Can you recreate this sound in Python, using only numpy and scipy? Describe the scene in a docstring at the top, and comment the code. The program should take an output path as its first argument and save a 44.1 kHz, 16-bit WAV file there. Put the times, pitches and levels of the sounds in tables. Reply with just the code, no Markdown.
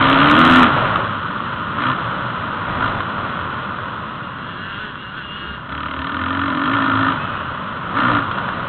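"""A four-stroke dirt bike laps a dirt track, heard from its rider: firing clicks excite airbox and exhaust modes.
It barks up a jump, coasts with a few throttle blips, idles round a bend and pulls away again with pops.
Chain and valve gear clatter and the chassis knocks over bumps: ticks and clicks through one frame spectrum.
Tyres crunch, wind rumbles and bumps buffet the microphone: filtered noise that follows pace and ground.
A two-stroke ahead whines in harmonics and hiss; a narrow-band recorder clips the loudest peaks."""
import sys
import numpy as np
from scipy import signal
from scipy.fft import rfft, irfft
from scipy.io import wavfile
from scipy.ndimage import uniform_filter1d

SR = 44100
rng = np.random.default_rng(int(sys.argv[2]) if len(sys.argv) > 2 else 0)


def dump(signal):
    """Clip the signal to [-1, 1] and save it as 16-bit WAV at the path in sys.argv[1]."""
    limited = np.clip(np.atleast_2d(signal).T, -1, 1)
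    pcm = np.round(limited * 32767).astype(np.int16)
    wavfile.write(sys.argv[1], SR, pcm)


N = 382788

# exhaust resonances, bark and rasp: (frequency [Hz], bandwidth [Hz], gain [dB])
BARK_MODES = [(510, 110, -25.5), (632, 47, -10.5), (973, 39, -1.5), (1210, 45, 4), (1334, 57, 5.5),
              (1366, 85, 6.5), (1459, 152, -0.5), (1789, 43, -2.5)]
RASP_MODES = [(2048, 220, 0.5), (2860, 410, 0.5), (3276, 204, 3), (3900, 490, -8)]
# frame response to ticks and knocks: (frequency [Hz], gain [dB])
FRAME_SPECTRUM = [(200, -25), (430, -17.5), (590, -8), (720, -20), (860, -12), (990, -1.5), (1250, 0),
                  (1460, 0), (1620, -11.5), (1820, -12.5), (2250, -22), (2900, -16), (3380, -17.5),
                  (3650, -24.5), (4200, -27.5)]
# rumble of wind and engine shake: (frequency [Hz], relative level [dB])
RUMBLE_SPECTRUM = [(20, -35), (50, -18.5), (90, -1.5), (130, 0.5), (230, -2), (330, -9), (450, -15),
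                   (800, -23.5), (2000, -45.5)]

CRUISE_PER_S = 55  # firing rate at cruising revs
FIRING_AT_S = 5.857  # a combustion falls here, before jitter


def from_db(db):
    """Decibels to gain."""
    return 10 ** (np.asarray(db) / 20)


def rms_one(x):
    """Scale to rms 1."""
    return x / np.sqrt(np.mean(x ** 2) + 1e-20)


def steady(x, size=4001):
    """Hold the running rms near 1, keeping the single pulses."""
    power = uniform_filter1d(uniform_filter1d(x ** 2, size), size // 2)
    return x / np.sqrt(np.abs(power) + 1e-14)


def in_time(rows):
    """Interpolate each column of a (time, ...) table to every sample."""
    time_s, *columns = np.transpose(rows)
    return [np.interp(np.arange(N) / SR, time_s, column) for column in columns]


def drift(knots_per_s):
    """Random curve of rms 1, linear between random knots."""
    knots = rng.standard_normal(2000)
    return rms_one(np.interp(np.arange(N) / SR * knots_per_s, np.arange(len(knots)), knots))


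def colour(x, spectrum, size=8192):
    """Causal (minimum-phase) filter with the given spectrum, built by folding the cepstrum."""
    hz, db = np.transpose(spectrum)
    grid_hz = np.maximum(np.arange(size // 2 + 1) * SR / size, 1)
    gain = from_db(np.interp(np.log(grid_hz), np.log(hz), db))
    cepstrum = irfft(np.log(gain))
    cepstrum[1:size // 2] *= 2
    cepstrum[size // 2 + 1:] = 0
    impulse_response = irfft(np.exp(rfft(cepstrum)))
    return signal.fftconvolve(x, impulse_response)[:N]


def resonate(x, modes):
    """Parallel two-pole resonances with alternating signs."""
    out = np.zeros(N)
    for k, (hz, width_hz, db) in enumerate(modes):
        r = np.exp(-np.pi * width_hz / SR)
        poles = [1, -2 * r * np.cos(2 * np.pi * hz / SR), r * r]
        ringing = signal.lfilter([1, 0, -1], poles, x + 1e-18) * (1 - r * r) / 2
        out += (-1) ** k * from_db(db) * ringing
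    return out


def band(x, low_hz, high_hz):
    """Band-pass with steep skirts."""
    return signal.sosfilt(signal.butter(3, [low_hz, high_hz], "band", fs=SR, output="sos"), x)


def gate(start_s, end_s, edge_s):
    """1 between two moments, with sloping edges."""
    t = np.arange(N) / SR
    return np.clip(np.minimum(t - start_s, end_s - t) / edge_s + 0.5, 0, 1)


def strikes(rows):
    """One click for each (time [s], level [dB]) row."""
    clicks = np.zeros(N)
    for time_s, db in rows:
        clicks[round(time_s * SR)] = from_db(db)
    return clicks


def puffs(clicks, decay_s):
    """Each click lets out a dying noise burst whose expected energy does not depend on its decay."""
    r = np.exp(-1 / (decay_s * SR))
    envelope = signal.lfilter([np.sqrt(1 - r * r)], [1, -r], clicks + 1e-18)
    return envelope * rng.standard_normal(N)


def firings(per_s, jitter_s, uneven_db):
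    """One click per combustion, each a little off in time and strength."""
    turns = np.cumsum(per_s) / SR
    turns -= turns[round(FIRING_AT_S * SR)]
    at = np.flatnonzero(np.diff(np.floor(turns)))
    late_s = jitter_s * rng.standard_normal(len(at))
    strength_db = uneven_db * rng.standard_normal(len(at))
    clicks = np.zeros(N)
    clicks[np.clip(at + np.round(late_s * SR).astype(int), 0, N - 1)] = from_db(strength_db)
    return clicks


def throttle(octaves):
    """Each pull ramps the throttle open, swells while held and dies away once shut."""
    # pulls, gains at cruising revs before swell; boom's is that reached after boom_full_s:
    # (opens [s], shuts [s], bark [dB], airbox boom [dB], rasp [dB])
    pulls = [(-.4, 0.633, -20.5, -12, -23), (1.769, 1.906, -21, -14, -32), (2.789, 2.872, -19, -22, -32.5),
             (5.668, 7.104, -22.5, -21, -33.5), (7.936, 8.173, -18.5, -10.5, -31.5)]
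    open_s, shut_s = 0.038, 0.036  # ramp length, decay constant
    bark_db_per_octave, boom_db_per_octave, rasp_db_per_octave = 11, 4.5, 5.5
    bark_db_per_s, boom_db_per_s, rasp_db_per_s = 3.5, 16, 1.5  # swell
    boom_full_s = 0.9
    t = np.arange(N) / SR
    opening, bark, boom, rasp = np.zeros((4, N))
    for opens_s, shuts_s, bark_db, boom_db, rasp_db in pulls:
        held_s = np.clip(t, opens_s, shuts_s) - opens_s
        boom_lack_s = np.maximum(boom_full_s - held_s, 0)
        pull = np.minimum(held_s / open_s, 1) * np.exp(-np.clip(t - shuts_s, 0, 1) / shut_s)
        opening += pull
        bark += pull * from_db(bark_db + bark_db_per_octave * octaves + bark_db_per_s * held_s)
        boom += pull * from_db(boom_db + boom_db_per_octave * octaves - boom_db_per_s * boom_lack_s)
        rasp += pull * from_db(rasp_db + rasp_db_per_octave * octaves + rasp_db_per_s * held_s)
    return opening, bark, boom, rasp


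def combustion(fired, bark_gain, boom_gain, rasp_gain):
    """Under throttle every firing thumps the airbox and lets out a barking, rasping burst of gas."""
    # close pair, rings on between firings: (frequency [Hz], bandwidth [Hz], gain [dB])
    airbox_modes = [(251.3, 39.6, -3.5), (287.3, 33.3, -0.5)]
    thump = fired + 0.24 * puffs(fired, decay_s=0.009)
    boom = steady(band(resonate(thump, airbox_modes), 130, 470))
    gas = puffs(fired, decay_s=0.005)
    bark = steady(band(resonate(1.27 * fired + gas, BARK_MODES), 480, 2100))
    crack = puffs(fired, decay_s=0.003)  # sharp front of the burst
    rasp = steady(band(resonate(0.25 * fired + crack + 0.8 * gas, RASP_MODES), 1200, 5000))
    return boom_gain * boom + bark_gain * bark + rasp_gain * rasp


def pops():
    """A rich charge cracks as the throttle snaps open, through the bark and rasp resonances."""
    # extra hard firings: (time [s], click level [dB])
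    hard_firings = [(1.8297, 16), (1.8652, 20), (5.7237, 1), (5.8577, 16), (6.0412, 6), (6.4138, 14.5),
                    (6.636, 23), (6.6544, 17), (6.7336, 28), (8.0347, 11), (8.0823, 12)]
    clicks = strikes(hard_firings)
    gas = 0.32 * clicks + puffs(clicks, decay_s=0.0075)
    rasp = from_db(-12.5) * resonate(gas, RASP_MODES)
    return band(resonate(gas, BARK_MODES) + rasp, 500, 5000)


def tailpipe(per_s, octaves, opening):
    """The silencer behind the rider passes only orders 2 and 3 of the firing rate, a little unsteady."""
    # orders 2 and 3: (level at cruising revs [dB], rise [dB per octave], rise under throttle [dB])
    hum_orders = [(-41, 10, 7.5), (-40.5, 14.5, 3.5)]
    angle = 2 * np.pi * np.cumsum(per_s) / SR
    hum = np.zeros(N)
    for k, (db, db_per_octave, open_db) in enumerate(hum_orders, 2):
        level_db = db + db_per_octave * octaves + open_db * opening + 4.1 * drift(12)
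        hum += from_db(level_db) * np.sqrt(2) * np.sin(k * angle + 0.25 * drift(25))
    return hum


def engine_shake(fired, octaves):
    """Firings shake the microphone as a low rumble, stronger with the revs."""
    return from_db(-37.5 + 5.5 * octaves) * steady(colour(fired, RUMBLE_SPECTRUM))


def clatter(fired, pace_db, bark_gain):
    """Chain, valve gear and grit tick densely into the frame, which also shakes with each pull."""
    ticks = (rng.random(N) < 900 / SR) * rng.standard_normal(N)
    valve_gear = rms_one(puffs(fired, decay_s=0.033))
    rattle = rms_one(ticks) + 0.28 * valve_gear + 1.42 * rng.standard_normal(N)
    gain = np.hypot(from_db(pace_db + 0.3), 0.47 * bark_gain)
    return gain * steady(colour(rattle, FRAME_SPECTRUM))


def knocks():
    """Landings and bumps shake the chassis, which rings like the clatter."""
    # (time [s], click level [dB])
    bumps = [(0.796, 16), (0.876, 19), (0.958, 29.5), (1.105, 15), (1.349, 2), (2.145, 9), (2.824, 23),
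             (2.92, 17), (3.005, 24.5), (4.956, 10), (8.313, 23), (8.384, 22), (8.488, 22.5)]
    clicks = strikes(bumps)
    return colour(0.5 * clicks + puffs(clicks, decay_s=0.0029), FRAME_SPECTRUM)


def tyres(pace_db, rough_db):
    """Tyres crunch over dirt as dense random grains, lighter over the crest and down the jump."""
    # (frequency [Hz], relative level [dB])
    crunch_spectrum = [(100, -12.5), (300, -3), (430, -3), (580, 4.5), (800, 2), (1500, 1.5), (2200, -9),
                       (3300, -12.5), (4200, -22)]
    unloaded_db = -8.5 * gate(1.09, 1.75, edge_s=0.027)
    level_db = 1 + 1.427 * pace_db + 0.45 * rough_db + unloaded_db
    grit = (rng.random(N) < 4000 / SR) * rng.standard_normal(N)
    return from_db(level_db) * steady(colour(grit, crunch_spectrum))


def rough_ground():
    """Extra buffeting in dB over ramps and rough ground."""
    # (start [s], end [s], extra level [dB])
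    rough_stretches = [(-.05, 0.701, 7.5), (.75, 1.0, 8), (2.67, 3.003, 16), (3.15, 3.3, 7),
                       (7.856, 8.05, 10), (8.08, 8.2, 14), (8.36, 8.664, 7.5)]
    return sum(db * gate(start_s, end_s, edge_s=0.027) for start_s, end_s, db in rough_stretches)


def buffeting(pace_db, rough_db):
    """Bumps buffet the microphone with very low noise."""
    # (frequency [Hz], relative level [dB])
    buffet_spectrum = [(10, -12), (25, -4), (50, 6.5), (90, -8), (250, -34), (600, -66)]
    noise = steady(colour(rng.standard_normal(N), buffet_spectrum))
    return from_db(-30 + pace_db + rough_db) * noise


def wind(pace_db, rough_db):
    """Air rumbles on the microphone, following most of the swing in pace."""
    level_db = -11 + 0.81 * pace_db + 0.17 * rough_db
    return from_db(level_db) * steady(colour(rng.standard_normal(N), RUMBLE_SPECTRUM))


def leader(count=26):
    """The two-stroke sings and hisses through its pipe; ground reflections make harmonics swell and fade."""
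    # blips out of the bend, then on the straight: (time [s], firing rate [1/s], level [dB])
    blips = [(3.9, 140, -57), (4.4, 162, -37.5), (4.83, 214, -27.5), (4.88, 209, -31), (4.95, 182, -38),
             (5.03, 193, -33), (5.09, 187, -36), (5.18, 218, -29.5), (5.26, 199, -33.5), (5.38, 206, -30),
             (5.55, 203, -31.5), (5.68, 170, -58), (7.0, 135, -64), (7.2, 142, -32.5), (7.35, 149, -29),
             (7.5, 157, -34), (7.85, 135, -60)]
    # colour dulls as it turns away: (time [s], pipe frequency factor [1], brightness [dB per octave])
    turn = [(5.6, 0.99, 2), (7.2, .9, -3.5)]
    # (frequency [Hz], relative level [dB])
    pipe_spectrum = [(190, -5), (390, -9), (600, -19), (1150, -14.5), (1480, 5), (1730, -1.5),
                     (2020, -13.5), (2400, -18), (2620, -18), (2850, 1.5), (3050, -17), (3280, -6.5),
                     (3700, -21.5), (4000, -20.5)]
    per_s, level_db = in_time(blips)
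    shift, bright_db_per_octave = in_time(turn)
    angle = 2 * np.pi * np.cumsum(per_s * (1 + 0.008 * drift(45))) / SR
    pipe_hz, pipe_db = np.transpose(pipe_spectrum)
    tone = np.zeros(N)
    for k in range(1, count):
        hz = k * per_s / shift
        bright_db = bright_db_per_octave * np.log2(np.maximum(hz / 1500, 1))
        gain = from_db(np.interp(hz, pipe_hz, pipe_db) + bright_db)
        tone += gain * (1 + 0.35 * drift(14)) * np.cos(k * angle + 0.5 * drift(90))
    hiss = colour(rng.standard_normal(N), pipe_spectrum) * (1 + 1.2 * np.cos(angle))
    return from_db(level_db) * (steady(tone) + 0.6 * rms_one(hiss))


def scene():
    """Own engine, chassis, ground and wind, and the bike ahead."""
    # engine speed: (time [s], firing rate [1/s])
    engine_speed = [(0, 67), (.18, 68), (.24, 73.5), (.31, 73), (.39, 81.5), (.57, 85), (.68, 79), (.8, 56),
                    (1.1, 54), (1.45, 42), (1.72, 53), (1.86, 64), (2.3, 60), (2.7, 45), (2.82, 56),
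                    (3.0, 48), (3.8, 38), (5.0, 31), (5.4, 34.5), (5.65, 33), (5.8, 37.5), (6.0, 37.5),
                    (6.2, 43), (6.44, 47), (6.55, 42), (6.74, 57), (6.84, 53), (7.1, 54), (7.3, 44),
                    (7.6, 39), (7.88, 43), (8.02, 64), (8.25, 53), (8.68, 42)]
    # pace over the ground, as loudness of the running bike: (time [s], level [dB])
    pace = [(0, -16), (.6, -14), (.8, -16.5), (1.0, -19.5), (1.14, -22.5), (1.6, -23.5), (2.05, -22),
            (2.35, -23.5), (3.35, -23.5), (3.8, -25.5), (4.4, -29.5), (5.1, -34), (5.6, -32), (6.3, -26.5),
            (7.1, -22), (7.45, -26), (7.85, -26), (8.1, -22), (8.68, -24.5)]
    per_s, = in_time(engine_speed)
    pace_db, = in_time(pace)
    octaves = np.log2(per_s / CRUISE_PER_S)
    opening, bark_gain, boom_gain, rasp_gain = throttle(octaves)
    fired = firings(per_s, jitter_s=0.00006, uneven_db=0.8)
    exhaust = combustion(fired, bark_gain, boom_gain, rasp_gain) + pops()
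    engine = exhaust + tailpipe(per_s, octaves, opening) + engine_shake(fired, octaves)
    chassis = clatter(fired, pace_db, bark_gain) + knocks()
    rough_db = rough_ground()
    riding = tyres(pace_db, rough_db) + buffeting(pace_db, rough_db) + wind(pace_db, rough_db)
    return (engine + chassis + riding + leader())[None]


def record(dry):
    """Narrow-band recorder: the microphone rounds loud peaks, and the loudest are clipped flat."""
    # (frequency [Hz], gain [dB])
    response = [(20, -0.5), (3950, -1.5), (4200, -9.5), (4400, -24), (4600, -40), (4850, -75.5)]
    soft_limit, overload, stopband_hz = 0.85, 0.72, 15870
    rounded = soft_limit * np.tanh(dry[0] / soft_limit)
    clipped = np.clip(colour(rounded, response), -overload, overload)
    return signal.sosfilt(signal.cheby2(12, 70, stopband_hz, fs=SR, output="sos"), clipped)[None]


dry = scene()
out = record(dry)
dump(out)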